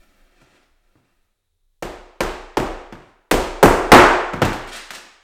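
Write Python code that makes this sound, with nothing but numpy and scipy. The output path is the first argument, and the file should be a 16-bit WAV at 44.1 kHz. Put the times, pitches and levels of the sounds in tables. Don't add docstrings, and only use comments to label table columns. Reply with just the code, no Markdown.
import sys
import numpy as np
from scipy import signal
from scipy.fft import rfft, irfft
from scipy.io import wavfile
from scipy.ndimage import uniform_filter1d

SR = 44100
rng = np.random.default_rng(int(sys.argv[2]) if len(sys.argv) > 2 else 0)


def decibels_to_gain(level_db):
    exponent = np.asarray(level_db, float) / 20
    return 10 ** exponent


def bounce(signal):
    frames = np.transpose(np.atleast_2d(signal))
    limited = np.clip(frames, -1, 1)
    pcm = np.round(limited * 32767).astype(np.int16)
    wavfile.write(sys.argv[1], SR, pcm)


N = 231001


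def evened(x):
    return x / np.sqrt(np.mean(x ** 2) + 1e-20)


def read(points, hz):
    f, value = np.transpose(points)
    return np.interp(np.log(hz + 1), np.log(f + 1), value)


def add(mix, start_s, sound):
    part = mix[round(start_s * SR):][:len(sound)]
    part += sound[:len(part)]


def coloured(db_of_hz):
    hz = np.fft.rfftfreq(N, 1 / SR)
    spectrum = rfft(rng.standard_normal(N)) * decibels_to_gain(db_of_hz(hz))
    return evened(irfft(spectrum, N))


# [freq_hz, t60_s]
ROOM_DECAY = [(60, 0.49), (160, 0.32), (270, 0.54), (340, 0.66), (600, 0.82), (1100, 0.86), (2900, 0.84),
              (7700, 0.64), (12000, 0.39), (16000, 0.38)]
# [delay_s, energy_db]
ECHOES = [(0, -0.5), (.0021, 0), (.0038, -5), (.0055, -6.5), (.0077, -2), (0.013, -8), (0.021, -18.5),
          (.030, -7.5)]


def room():
    tail_energy_db = 3
    thicken_s, scatter_s, bass_cut_hz = 0.007, 0.0012, 200
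    t = np.arange(SR) / SR
    hz, frame_s, z = signal.stft(rng.standard_normal(SR), SR, nperseg=512)
    decay_db = -60 * frame_s / read(ROOM_DECAY, hz)[:, None]
    tail = signal.istft(z * decibels_to_gain(decay_db), SR, nperseg=512)[1][:SR]
    tail *= 1 - np.exp(-(t / thicken_s) ** 2)
    out = decibels_to_gain(tail_energy_db) * tail / np.linalg.norm(tail)
    bass_pole = np.exp(-2 * np.pi * bass_cut_hz / SR)
    for delay_s, energy_db in ECHOES:
        scatter = rng.standard_normal(400) * np.exp(-t[:400] / scatter_s)
        scatter[0] += 3
        scatter = signal.lfilter([1, -1], [1, -bass_pole], scatter)
        add(out, delay_s, decibels_to_gain(energy_db) * scatter / np.linalg.norm(scatter))
    return out / np.sqrt(np.mean(out[:SR // 100] ** 2))


# [start_s, swell_s, hold_s, level_db, brightness_db]
RUSTLES = [(-0.03, .02, 0.042, -63.5, -5.5), (0.02, 0.07, .2, -76.5, -12.5),
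           (0.3, 0.092, 0.18, -64.5, -4.5), (0.716, 0.18, 0.19, -77.5, -7.5), (2.929, .04, .12, -70.5, 1.5),
           (4.669, 0.0053, .02, -39, -0.5), (4.701, 0.049, 0.0095, -38, 7),
           (4.92, 0.017, 0.014, -42.5, 6.5), (4.957, 0.016, 0.092, -67.5, -11.5)]
# [freq_hz, density_db (per Hz)]
CLOTH = [(59, -43), (100, -12.5), (140, -13), (206, -5), (1010, -16.5), (1420, -10.5), (8280, -30.5),
         (10700, -38), (13800, -38), (16000, -46)]
# [freq_hz, width_hz, gain_db]
DIP = [(1530, 220, -2.5), (2950, 220, 0)]


def rustle():
    grain_db, fade_db_per_swell = 2.0, 11
    t, out = np.arange(N) / SR, np.zeros(N)
    grain = decibels_to_gain(grain_db * evened(uniform_filter1d(rng.standard_normal(N), size=600)))

    def dull_db(hz):
        dip_db = sum(gain_db * np.exp(-((hz - f) / w) ** 2) for f, w, gain_db in DIP)
        return read(CLOTH, hz) + dip_db

    def bright_db(hz):
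        return dull_db(hz) + read([(300, -13), (1500, 4), (6000, 9.5), (11000, 10), (16000, -17)], hz)

    dull = coloured(dull_db)
    bright = coloured(bright_db)
    for start_s, swell_s, hold_s, level_db, brightness_db in RUSTLES:
        fading_s = np.maximum(t - start_s - swell_s - hold_s, 0)
        fade_db = fade_db_per_swell * fading_s / swell_s
        level = np.clip((t - start_s) / swell_s, 0, 1) * decibels_to_gain(level_db - fade_db)
        out += level * grain * (dull / decibels_to_gain(brightness_db) + bright * decibels_to_gain(brightness_db))
    blur = room()
    return signal.fftconvolve(out, blur / np.linalg.norm(blur))[:N]


# [freq_hz, density_db (per Hz)]
AIR = [(35, -33), (60, -3), (91, 1), (113, -15), (315, -22), (398, -18), (715, -27), (2770, -30),
       (3850, -20), (4750, -30), (10500, -28), (14200, -36), (16000, -28)]


def background():
    air_db, rumble_start_db, rumble_rest_db = -77, -50.5, -70.5
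    settle_s, waver_db, waver_s = 0.79, 3, 0.062
    t = np.arange(N) / SR
    waver_poles = [np.exp(-1 / (waver_s * SR))] * 2
    waver = evened(signal.lfilter([1], np.poly(waver_poles), rng.standard_normal(N)))
    settling_db = (rumble_start_db - rumble_rest_db) * np.exp(-t / settle_s)
    rumble_db = rumble_rest_db + settling_db + waver_db * waver
    rumble = coloured(lambda hz: read([(12, -28), (26, -10.5), (40, -33), (70, -36), (200, -64)], hz))
    hiss = coloured(lambda hz: read(AIR, hz))
    return decibels_to_gain(air_db) * hiss + decibels_to_gain(rumble_db) * rumble


def causal(db):
    log_gain = np.log(decibels_to_gain(np.concatenate([db, db[-2:0:-1]])))
    spectrum = np.exp(np.conj(signal.hilbert(log_gain)))
    return np.fft.ifft(spectrum).real[:len(db)]


COLOUR_HZ = [140, 500, 1500, 3800, 10000]
# [freq_hz, gain_db]
CONTACT = [(40, -43), (90, 3), (250, 4), (330, 4.5), (550, 1.5), (800, 3.5), (2300, 0.5), (6000, -3),
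           (8000, -2.5), (11000, -9), (14000, -6), (16500, -26)]


def hit(level_db, thud_db, slap_db, crack_db, tick_db):
    hz = np.fft.rfftfreq(4096, 1 / SR)
    colour = list(zip(COLOUR_HZ, [thud_db, 0, slap_db, crack_db, tick_db]))
    click = causal(read(colour, hz) + read(CONTACT, hz))
    return decibels_to_gain(level_db) * click / np.linalg.norm(click)


# [freq_hz, relative_db, t60_s]
BOARD_MODES = [(115.3, -12, 0.43), (188, -15, 0.31), (254.3, -12, 0.35), (330, 1, 0.5), (361, 0, 0.7),
               (383, -5, 0.7), (457, -8, .7), (476, -9, 0.49), (645, -13, 0.7), (721, -9, .5),
               (870, -17, 0.44), (926, -18, .6), (1050, -20, .6), (1187, -20, .5)]


def boards(ring_db):
    build_s, spread_db, detune = 0.0021, 3, 0.01
    t = np.arange(SR) / SR
    ring = np.zeros(SR)
    for freq_hz, relative_db, t60_s in BOARD_MODES:
        level_db = relative_db + spread_db * rng.standard_normal()
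        pitch_hz = freq_hz * (1 + detune * rng.standard_normal())
        ring += decibels_to_gain(level_db - 60 * t / t60_s) * np.sin(2 * np.pi * pitch_hz * t)
    return decibels_to_gain(ring_db) * ring * (1 - np.exp(-t / build_s))


# [freq_hz, relative_db, t60_s]
JOIST_MODES = [(27.73, -4.5, 0.99), (32.8, 3.5, 0.53), (57.2, -2, 0.52)]


def joists(level_db):
    t = np.arange(SR) / SR
    build = 1 - np.exp(-t / 0.055)
    sway = np.zeros(SR)
    for freq_hz, relative_db, t60_s in JOIST_MODES:
        wave = np.sin(2 * np.pi * (freq_hz * t + rng.random()))
        sway += decibels_to_gain(relative_db - 60 * t / t60_s) * wave
    return decibels_to_gain(level_db) * build * sway


def impacts(rows, ring_db, shake_db):
    out = np.zeros(N)
    for start_s, level_db, *colour_db in rows:
        click = hit(level_db, *colour_db)
        add(out, start_s, signal.fftconvolve(click, room() + boards(ring_db)))
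        add(out, start_s, joists(min(level_db, -5) + shake_db))
    return out


# [start_s, level_db, thud_db, crack_db]
KNOCKS = [(0.416, -47.5, 18.5, -8), (0.548, -58.5, 10, -10), (0.953, -50.5, 13.5, -28),
          (2.9247, -29.5, 11, -15.5), (4.334, -18.5, 12.5, -16.5), (4.418, -10, 7, -14.5),
          (4.4242, -11.5, 11.5, -15), (4.452, -22.5, 6, -7), (4.53, -28.5, 5, -7.5)]


def knocks():
    slap_share, tick_share = 0.27, 1.65
    rows = [(start_s, level_db, thud_db, slap_share * crack_db, crack_db, tick_share * crack_db)
            for start_s, level_db, thud_db, crack_db in KNOCKS]
    return impacts(rows, ring_db=-34.5, shake_db=-17.0)


# [start_s, level_db, slap_db, crack_db, tick_db]
BLOWS = [(1.8244, -20.5, -10.5, -17, -23), (2.2056, -14, -7, -14.5, -20.5),
         (2.571, -11.5, -10.5, -20.5, -26.5), (3.312, -7, -10.5, -16, -18.5), (3.6285, 1, -9, -24, -22),
         (3.918, 8, -3, -19, -24.5)]


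def hammering():
    thud_db = -2
    rows = [(start_s, level_db, thud_db, *upper_db) for start_s, level_db, *upper_db in BLOWS]
    return impacts(rows, ring_db=-31, shake_db=-9.5)


# [start_s, level_db, crack_db]
BOX_CLICKS = [(4.674, -41, -4), (4.732, -40, 8), (4.763, -39, 19), (4.906, -30, -1), (4.913, -45.5, 15),
              (4.951, -41, 22)]


def tack_box():
    thud_db, slap_db, tick_over_crack_db = -2, 3, -5.5
    rows = [(start_s, level_db, thud_db, slap_db, crack_db, crack_db + tick_over_crack_db)
            for start_s, level_db, crack_db in BOX_CLICKS]
    return impacts(rows, ring_db=-34, shake_db=-28)


def scene():
    mix = rustle() + background() + knocks() + hammering() + tack_box()
    return mix[None]


def low_pass(x):
    return signal.sosfilt(signal.butter(12, 16930, fs=SR, output="sos"), x)


def record(dry):
    mix = np.clip(dry, -1, 1)
    return low_pass(mix)


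dry = scene()
out = record(dry)
bounce(out)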